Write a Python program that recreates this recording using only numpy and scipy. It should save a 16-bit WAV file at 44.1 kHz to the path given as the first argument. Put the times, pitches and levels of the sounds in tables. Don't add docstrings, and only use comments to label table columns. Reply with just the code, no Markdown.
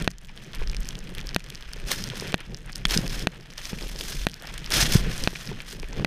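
import sys
import numpy as np
from scipy import signal
from scipy.fft import rfft, irfft
from scipy.io import wavfile
from scipy.ndimage import uniform_filter1d

SR = 44100
rng = np.random.default_rng(int(sys.argv[2]) if len(sys.argv) > 2 else 0)


def pcm_store(signal):
    levels = np.round(np.clip(np.atleast_2d(signal), -1, 1) * 32767)
    wavfile.write(sys.argv[1], SR, levels.astype(np.int16).T)


def invert_db(x):
    u = np.asarray(x, float) / 20
    return 10 ** u


N = 267246
TIME = np.arange(N) / SR

# (time [s], level [dB])
WIND = [(0, -28.5), (.47, -44.5), (.61, -26), (.78, -29.5), (.97, -40.5), (1.14, -36), (1.7, -36),
        (2.1, -39), (2.68, -38), (2.9, -30.5), (3.2, -31.5), (3.55, -47), (3.83, -33), (4.5, -43.5),
        (4.9, -25), (5.3, -32), (5.7, -42.5), (6.06, -30)]
# (time [s], hold [s], level [dB])
PUFFS = [
    (1.72, 0.12, -28),
    (2.42, 0.056, -27),
    (2.86, .04, -25.5),
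    (4.12, 0.14, -32.5),
    (4.5, 0.064, -34.5),
    (5.27, .03, -26),
    (5.49, 0.068, -34),
    (5.81, 0.022, -35),
    (5.95, .02, -34),
]
# (time [s], level [dB])
HEAD_SHAKE = [(0, -54), (.2, -61), (.47, -52.5), (.97, -50), (1.37, -51), (1.62, -61), (2.09, -48),
              (2.3, -43.5), (2.5, -65), (2.83, -50), (3.25, -43), (3.55, -65), (3.73, -51), (4.25, -51),
              (4.59, -57), (5.0, -46.5), (5.28, -46), (5.55, -58), (5.89, -51), (6.06, -31.5)]
# (time [s], hold [s], boom level [dB], flutter level [dB])
JOLTS = [(0, 0.012, -25, -35.5), (2, 0.011, -35, -55), (1.85, 0.0088, -37.5, -40), (3, 0.03, -33, -39),
         (3.02, 0.015, -32.5, -57), (3.83, 0.013, -60, -47), (4, 0.022, -46, -45), (4.76, 0.12, -33.5, -38),
         (5.0, 0.12, -33, -43), (5, 0.021, -34.5, -48), (1.5, .02, -45, -49), (2.21, 0.016, -48, -50),
         (2.5, 0.026, -37, -43.5), (5.5, 0.038, -32, -43.5), (6, .05, -36, -38.5), (5, 0.034, -42, -44),
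         (3.5, 0.026, -48.5, -56), (1.9, 0.035, -44, -44.5)]
# (time [s], swish level [dB])
SKI_PRESSURE = [(0, -38.5), (.17, -53), (.5, -47.5), (.9, -46.5), (1.3, -46.5), (1.85, -44), (2.3, -40),
                (2.5, -51.5), (2.85, -48.5), (3.2, -44), (3.55, -49), (3.75, -43), (4.24, -46.5),
                (4.67, -40.5), (5.2, -36), (5.5, -41), (5.87, -49), (6.03, -44)]
# (time [s], hold [s], swish level [dB], patter level [dB])
SPRAYS = [(.42, 0.021, -52, -53), (.545, 0.072, -41.5, -58), (.86, 0.019, -57, -54),
          (1.18, 0.023, -41, -58), (1.53, 0.013, -45, -52), (1.882, 0.046, -31, -29),
          (1.95, 0.072, -45, -39), (2.16, 0.056, -47, -43), (2.39, 0.0078, -29, -54),
          (2.66, .03, -44.5, -68), (2.765, 0.017, -44, -52), (2.892, 0.08, -30, -32.5),
          (3.1, 0.043, -36.5, -38), (3.15, 0.074, -42, -42.5), (3.33, 0.0095, -39, -64),
          (3.58, 0.0083, -39.5, -44), (3.632, 0.055, -40, -36.5), (3.75, 0.27, -57, -44),
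          (4.0, 0.15, -40.5, -36), (4.17, 0.06, -43.5, -41), (4.33, 0.0098, -47, -62),
          (4.41, 0.068, -40, -64), (4.545, 0.017, -41, -52), (4.716, 0.012, -24, -27),
          (4.733, 0.1, -26.5, -24.5), (4.925, 0.034, -28.5, -25), (5.1, 0.29, -61, -39.5),
          (5.4, 0.081, -54, -42.5), (5.67, 0.068, -48, -42.5), (5.94, 0.12, -46.5, -71)]
# (time [s], hold [s], swish level [dB], patter level [dB])
SURGES = [(1.915, 0.017, -35, -33.5), (2.062, 0.014, -48, -43), (2.905, .012, -32, -27.5),
          (2.938, .008, -35, -29), (4.738, .016, -24, -20), (4.767, 0.014, -26, -25),
          (4.806, 0.018, -22.5, -19.5), (4.856, 0.011, -26.5, -24.5), (4.878, .025, -35, -34),
          (4.924, .012, -27, -21.5), (4.964, .022, -33, -28.5), (3.0, 0.064, -40, -42)]
# (frequency [Hz], width [Hz], level [dB])
CAVITIES = [(900, 1460, -4), (1760, 580, 1.1), (2570, 920, -2.5), (3250, 690, -1.6), (4160, 250, -6),
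            (5140, 580, -3.5), (6130, 660, -7.5), (8930, 1300, -7.5), (11000, 4400, -3), (13800, 4700, -18)]
# (time [s], peak level [dB], frequency [Hz], t60 [s])
CLODS = [(.616, -24, 424, 0.026), (2.962, -9, 174, 0.043), (2.987, -0.5, 194, 0.016),
         (3.728, -15.5, 185, 0.041), (4.824, -8.5, 124, 0.036), (4.9519, 11.5, 142, 0.023),
         (5.514, -24.5, 393, 0.038), (0, -24, 302, .02), (.744, -34, 400, .02), (1.12, -33, 400, .02),
         (1.762, -31, 400, 0.022), (2.016, -30, 352, .02), (2.134, -26, 450, 0.024),
         (2.17, -31, 366, 0.023), (2.222, -21, 423, 0.023), (2.327, -22, 454, .015),
         (2.404, -36, 330, 0.025), (2.694, -38, 330, .02), (2.913, -23, 350, .02), (3.006, -22, 300, .02),
         (3.73, -28, 860, .012), (3.819, -21.5, 345, 0.018), (3.834, -27, 400, 0.023),
         (3.893, -30, 377, .02), (3.955, -26, 380, .02), (4.03, -33, 353, 0.016), (4.475, -36, 600, .015),
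         (4.617, -39, 400, .02), (4.674, -37, 800, .012), (4.73, -21, 350, .02), (5.015, -26, 280, .02),
         (5.33, -27, 380, 0.023), (5.729, -32, 400, 0.025), (5.831, -24, 398, 0.023),
         (4.425, -35, 650, .02), (4.437, -35, 1450, .015), (4.446, -32, 800, .02), (5.518, -34, 760, .015),
         (.297, -42, 900, .02), (5.93, -33, 930, 0.019), (5.996, -21, 497, .02), (6.048, -12, 2000, 0.0093)]

# (frequency [Hz], level [dB], t60 [s])
TICK_LOW_MODES = [(1710, -17, 0.0081), (2940, -19, 0.011), (4320, -9, 0.0036), (5400, -11, 0.0036)]
TICK_HIGH_MODES = [(6330, -6, 0.0037), (8560, 3.5, 0.0026), (11040, -2, 0.0028), (13700, -6, 0.0028)]
# (time [s], peak level [dB], brightness [dB])
LENS_TICKS = [(0.5493, -33, -6), (.6743, -27.5, -19), (.698, -27.5, -21), (.7673, -25.5, -13),
              (0.871, -40, -11), (1.2709, -30.5, -9), (1.2913, -25, -19), (1.3466, -19.5, -14),
              (1.5552, -31, -20), (1.7344, -28, -9.5), (1.875, -34, -5), (2.0401, -22, -11.5),
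              (2.199, -21.5, -19), (2.546, -26.5, -22), (2.7304, -30.5, -25), (2.7545, -34, -14),
              (2.7577, -22.5, -10), (2.9093, -19, -14), (2.9438, -18.5, -13), (2.9753, -12, -9),
              (2.9761, -13, -12), (3.0787, -26.5, -7), (3.0963, -30, -28), (3.103, -28.5, -19),
              (3.195, -28.5, -6), (3.226, -30, -9), (3.5804, -26.5, -23), (3.655, -26.5, -12),
              (3.826, -30, -27), (3.961, -28.5, -15), (3.9897, -27, -14), (4.3421, -29.5, -10),
              (4.3163, -37.5, -6), (4.472, -30, -14), (4.6621, -25.5, -22), (4.7214, -16, -12),
                   (4.7235, -18, -14), (5.1797, -30.5, -1), (5.2385, -18, -10), (5.4746, -28, -24),
                   (5.799, -32, -9), (5.887, -47, 4), (4.398, -42, -20)]
# (time [s], peak level [dB], brightness [dB])
WALL_TICKS = [(0.0235, -31.5, -5), (0.045, -32, -7), (.248, -43, -3), (.3757, -35.5, -15),
              (0.5335, -34, -11), (.5564, -38, -1.5), (.7153, -40, -1), (0.9076, -32, -16),
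              (.954, -30, -15), (1.1504, -33.5, -4.5), (1.183, -28, -11), (1.19, -43, -13),
              (1.2126, -33.5, -17), (1.503, -30.5, -7.5), (1.625, -34.5, -14), (2.1011, -25, -13),
              (2.322, -32, -2), (2.3487, -33, -23), (2.38, -42, -4), (2.86, -27, -14), (2.8995, -25, -11),
              (4.0104, -22, -29), (4.2868, -34, -8), (4.2977, -37, -8), (4.423, -38, -2), (4.579, -30, -5),
              (4.644, -31, -12), (4.705, -26, -4), (4.8577, -18.5, -21), (5.728, -33, -2)]
# (time [s], peak level [dB], brightness [dB])
DOOR_TICKS = [(0.6238, -36, -24), (0.7325, -34, -20), (.747, -30, -15), (1.3097, -37, -15),
              (1.405, -39, -22), (1.8, -36, -8), (1.33, -41, -18), (0.293, -46, -27), (1.679, -44, -25),
              (1.716, -44, -25), (2.057, -42, -20), (2.2093, -33, -3), (2.2748, -32.5, -9),
              (2.8694, -36, -2), (4.582, -35, -2), (4.77, -25, 3), (5.358, -26.5, -28), (5.604, -28, -32),
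              (5.8304, -32, -30), (5.8436, -35, -22)]
# (time [s], peak level [dB], brightness [dB])
RIM_TICKS = [(0.1053, -38.5, -4), (0.1147, -37, -16), (0.184, -39, -6), (.215, -55, 2), (0.446, -43, -15),
             (.8054, -45, 8), (.856, -42, 2), (0.832, -36, -10), (.889, -24.5, -6), (0.99, -37, 1),
             (1.204, -36, -9), (1.3962, -44, -3), (1.442, -36.5, -10), (1.549, -37, -8), (1.6096, -45, 0),
             (1.7694, -40, -20), (1.981, -29.5, -20), (2.089, -31, -11), (2.5727, -36, -10),
             (2.405, -47, 3), (2.6616, -50, 4.5), (2.7208, -47, 3), (3.505, -40, -20), (2.781, -36, -9),
             (3.3202, -49, -3), (3.5362, -37, -15), (3.616, -35, -24), (4.541, -34, -5), (5.5967, -49, 0),
             (5.931, -35, -17)]
# (time [s], peak level [dB])
DOOR_FLAKES = [(0.1048, -45), (0.2866, -43), (0.2949, -41.5), (0.4172, -46), (0.4543, -45), (0.4592, -44),
               (0.5616, -42), (0.6363, -39), (0.8556, -38.5), (1.074, -36.5), (1.1719, -49), (1.193, -30.5),
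               (1.5242, -38), (1.549, -41), (1.69, -43), (1.7421, -43), (2.1099, -45), (2.135, -41),
               (2.2692, -33), (2.3277, -29), (2.3939, -42), (2.4056, -36), (2.519, -43), (2.5226, -51),
               (2.7136, -45), (2.8169, -43), (2.9431, -25), (3.0666, -32), (3.1846, -32.5), (3.4564, -50),
               (3.53, -47), (3.6153, -41), (3.6541, -32), (3.732, -37), (3.7873, -34), (4.1672, -35),
               (4.3349, -38), (4.5607, -40), (4.6742, -38), (5.2462, -31), (5.3541, -32), (5.491, -34.5),
               (5.902, -45), (5.927, -38), (5.9973, -34.5)]
LENS_FLAKES = [(0.1, -51), (0.1353, -56), (0.187, -53), (0.3685, -47), (0.5855, -43), (0.6088, -44),
               (0.6325, -45), (0.848, -38), (0.8855, -42), (1.0046, -43), (2.074, -37), (2.1563, -34),
               (2.28, -31), (2.4101, -45), (2.4638, -48), (2.5204, -52), (2.5995, -55), (3.359, -49),
               (3.4097, -43), (3.4292, -48), (3.51, -42), (4.136, -31.5), (4.2356, -35), (4.2469, -39),
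               (4.3107, -41), (4.3796, -47), (4.4006, -41), (4.5929, -39), (5.368, -41), (5.71, -35.5),
               (5.9705, -39)]
RIM_FLAKES = [(0.1106, -49), (0.2363, -59), (0.255, -56), (0.2717, -56), (0.363, -52), (0.9695, -54),
              (1.0417, -50), (1.1023, -51), (1.1407, -52), (1.2618, -53), (1.2664, -52), (1.5006, -43),
              (1.7296, -49), (1.7621, -51), (2.179, -39), (2.3589, -55), (2.4534, -61), (2.4836, -64),
              (2.5378, -58), (2.568, -51), (2.6178, -63), (2.7266, -49), (2.7537, -51), (2.7667, -44),
              (2.8844, -36), (3.3471, -59), (3.578, -46), (4.2522, -46), (4.4343, -51), (4.4753, -54),
              (5.6199, -48), (5.7026, -43), (5.8205, -51), (5.8271, -50)]

# (time [s], peak level [dB])
KNOCKS = [
    (.0771, -.7),
    (1.3629, -.9),
    (2.3428, -.7),
    (3.2715, -.7),
    (4.2686, -.7),
    (5.2749, -1),
    (6.0469, -3.3),
]
LATCH_RATTLES_DB = [
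    -2,
    8,
    1.5,
    2,
    3,
    1,
    4,
]
# (frequency [Hz], level [dB], t60 [s])
KNOCK_MODES = [(127, -7, .0071), (175, -26.5, .09), (630, -22, .016), (1573, -9.3, .0056),
               (1875, -27.7, .026), (2564, -2.8, .0042), (3590, -17, .006), (4120, -6.8, .0031),
               (6060, -24.7, .0062), (6340, -25.4, .0067), (8700, -24, .002), (11700, -9, .0015)]
# (frequency [Hz], level [dB], t60 [s])
LID_MODES = [(2153, -1.9, .0032), (4250, -1.9, .001)]
# (time [s], peak level [dB])
LUMPS = [
    (2.8533, -4),
    (2.8542, -4.5),
    (2.8548, -9),
]
# (frequency [Hz], level [dB], t60 [s])
LUMP_MODES = [(170, -22, .04), (1750, -16, .013), (2550, -8, .005), (3350, -4, .0045), (4400, -13, .004),
              (5960, -16, .004), (8350, -28, .004), (11100, -25, .0025), (14390, -25, .0021)]

LENS_HZ, WALL_HZ, DOOR_HZ, RIM_HZ = 5120, 3300, 2400, 6130
HARD_CONTACT_S = .00016


def unit(x):
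    return x / np.sqrt(np.mean(x ** 2))


def band(x, lo_hz, hi_hz, order=2):
    return signal.sosfilt(signal.butter(order, [lo_hz, hi_hz], "band", fs=SR, output="sos"), x)


def walk(rate_hz):
    hold = int(SR / rate_hz)
    steps = np.repeat(rng.standard_normal(N // hold + 1), hold)
    return unit(uniform_filter1d(steps, hold)[:N])


def curve(table):
    return invert_db(np.interp(TIME, *np.transpose(table)))


def bursts(table, rise_db_s, fall_db_s):
    power = 0
    for s, hold_s, *db in table:
        attack_db = -rise_db_s * np.maximum(s - TIME, 0)
        release_db = -fall_db_s * np.maximum(TIME - s - hold_s, 0)
        power = power + invert_db(2 * np.array(db))[:, None] * invert_db(2 * (attack_db + release_db))
    return np.sqrt(power)


def ring(modes, rise_s):
    t = TIME[:int(SR * max(t60 for _, _, t60 in modes))]
    body = sum(invert_db(db) * np.cos(2 * np.pi * hz * (t - rise_s)) * 1000 ** (-t / t60) for hz, db, t60 in modes)
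    return body * np.sin(np.pi / 2 * np.minimum(t / rise_s, 1)) ** 2


def add(out, s, sound):
    i = int(s * SR)
    out[i:i + len(sound)] += sound[:len(out) - i]
    return out


def duck():
    lookahead_s = 0.017
    fast_db, fast_s = -1, 0.014
    slow_db, slow_s = -7.5, 0.21
    db = np.zeros(N)
    for s, _ in KNOCKS:
        after = np.maximum(TIME - s, 0)
        closing = np.clip(1 + (TIME - s) / lookahead_s, 0, 1) ** 0.39
        db += closing * (fast_db * np.exp(-after / fast_s) + slow_db * np.exp(-after / slow_s))
    return invert_db(db)


def wind():
    jolt_rise_db_s, jolt_fall_db_s = 236, 216
    boom_hz, boom_width_hz = 147.2, 42
    ducked = duck()
    shaking = curve(HEAD_SHAKE)
    jolt_boom, jolt_flutter = bursts(JOLTS, jolt_rise_db_s, jolt_fall_db_s)
    puffs = bursts(PUFFS, jolt_rise_db_s, jolt_fall_db_s)[0]
    buffet_gain = np.hypot(curve(WIND), puffs) * ducked ** 1.9
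    boom_gain = np.hypot(invert_db(-4) * shaking ** 0.77, jolt_boom) * ducked
    flutter_gain = np.hypot(shaking, jolt_flutter) * ducked

    gust = walk(30)
    buffet = band(rng.standard_normal(N), 9.7, 45, order=4)
    gusty = rng.standard_normal(N) * invert_db(1.84 * gust)
    boom = band(gusty, boom_hz - boom_width_hz, boom_hz + boom_width_hz)
    flutter = band(rng.standard_normal(N) * invert_db(1.6 * gust + 2.8 * walk(70)), 210, 500)
    out = buffet_gain * unit(buffet) * invert_db(1.0)
    out = out + boom_gain * unit(boom) * invert_db(0.23)
    return out + flutter_gain * unit(flutter) * invert_db(0.2)


def crystals(rate_hz, scatter_db):
    chance = rng.random((2, N))
    size = invert_db(-scatter_db * np.log(1.03 - chance[1])) * np.sign(rng.standard_normal(N))
    return unit((chance[0] < rate_hz / SR) * size)


def split(x):
    hz = np.arange(N // 2 + 1) * SR / N
    below = [1 / (1 + (hz / edge_hz) ** 8) for edge_hz in (3650, 7300)]
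    shares = below[0], below[1] - below[0], 1 - below[1]
    return [unit(irfft(rfft(x) * share, N)) for share in shares]


def snow_gains():
    rise_db_s, spray_fall_db_s, surge_fall_db_s = 1200, 313, 900
    skis = curve(SKI_PRESSURE)
    dust = skis ** 1.1
    sprays = bursts(SPRAYS, rise_db_s, spray_fall_db_s)
    surges = bursts(SURGES, rise_db_s, surge_fall_db_s)
    thrown_swish, thrown_patter = np.hypot(sprays, surges)
    swish = np.hypot(skis, thrown_swish)
    patter = np.hypot(invert_db(-4.5) * dust, thrown_patter)
    fizz = np.hypot(invert_db(-15.5) * dust, invert_db(-7.5) * thrown_patter)
    return duck() * np.array([swish, patter, fizz])


def snow():
    clumps_db = 1.1 * walk(45) + 2.3 * walk(150)
    fine = invert_db(-1.0) * crystals(1200, scatter_db=2.0)
    sparse = crystals(220, scatter_db=3.2)
    hiss = crackle = 0
    for hz, width_hz, db in CAVITIES:
        dense = invert_db(clumps_db + 2.0 * walk(110)) * (rng.standard_normal(N) + fine)
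        struck = sparse * np.tanh(rng.standard_normal(N)) ** 3
        pair = invert_db(db) * band(np.array([dense, struck]), hz - width_hz / 2, hz + width_hz / 2, order=1)
        hiss, crackle = hiss + pair[0], crackle + pair[1]
    hiss_db, crackle_db = (-3.5, -4.5, -5.5), (-29, -28, -30.5)
    out = 0
    for gain, smooth, sharp, smooth_db, sharp_db in zip(
            snow_gains(), split(hiss), split(crackle), hiss_db, crackle_db):
        out = out + invert_db(smooth_db) * gain * smooth
        out = out + invert_db(sharp_db) * gain ** 0.59 * sharp
    return out


def clods():
    out = np.zeros(N)
    for s, db, hz, t60 in CLODS:
        modes = [(hz, 0, t60), (2.32 * hz, -3, t60 / 2)]
        add(out, s, -invert_db(db) * ring(modes, .85 / hz))
    return out


def ticks():
    grains = ((LENS_HZ, LENS_TICKS), (WALL_HZ, WALL_TICKS),
              (DOOR_HZ, DOOR_TICKS), (RIM_HZ, RIM_TICKS))
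    flakes = ((DOOR_HZ, -23, DOOR_FLAKES), (LENS_HZ, -13, LENS_FLAKES), (RIM_HZ, 3.5, RIM_FLAKES))
    hits = [(s, db, hz, bright_db) for hz, rows in grains for s, db, bright_db in rows]
    return hits + [(s, db, hz, bright_db) for hz, bright_db, rows in flakes for s, db in rows]


def icy_grains():
    out, contact_s = np.zeros(N), .00036
    hits = ticks()
    spots = rng.standard_normal((len(hits), 8))
    for (s, db, hz, bright_db), spot in zip(hits, spots):
        high = [(f, g + bright_db, t60) for f, g, t60 in TICK_HIGH_MODES]
        modes = [(f * (1 + .04 * c), g + 3 * c, t60) for (f, g, t60), c in zip(TICK_LOW_MODES + high, spot)]
        panel = (hz, 0, 16.1 / hz)
        tick = invert_db(db + 8.0) * ring(modes + [panel], contact_s)
        add(out, s - contact_s, np.sign(spot[-1]) * tick)
    return out


def mount_knocks():
    out = np.zeros(N)
    lid = ring(LID_MODES, HARD_CONTACT_S)
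    for (s, db), rattle_db in zip(KNOCKS, LATCH_RATTLES_DB):
        seat = rng.standard_normal(len(KNOCK_MODES))
        modes = [(hz, g + .6 * c + rattle_db * (hz > 7000), t60)
                 for (hz, g, t60), c in zip(KNOCK_MODES, seat)]
        knock = -add(ring(modes, HARD_CONTACT_S), 0, -lid)
        knock = uniform_filter1d(knock, size=3)
        add(out, s - HARD_CONTACT_S, invert_db(db) * knock)
    return out


def lump():
    out = np.zeros(N)
    for s, db in LUMPS:
        add(out, s - HARD_CONTACT_S, invert_db(db) * ring(LUMP_MODES, HARD_CONTACT_S))
    return out


def scene():
    blows = clods() + icy_grains() + mount_knocks() + lump()
    return (wind() + snow() + blows)[None]


def band_limit(x):
    return signal.sosfilt(signal.butter(12, 16460, fs=SR, output="sos"), x)


def record(dry):
    limited = np.clip(dry, -.97, .97)
    top_cut = signal.ellip(8, .2, 40, 15300, fs=SR, output="sos")
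    return band_limit(signal.sosfilt(top_cut, limited))


dry = scene()
out = record(dry)
pcm_store(out)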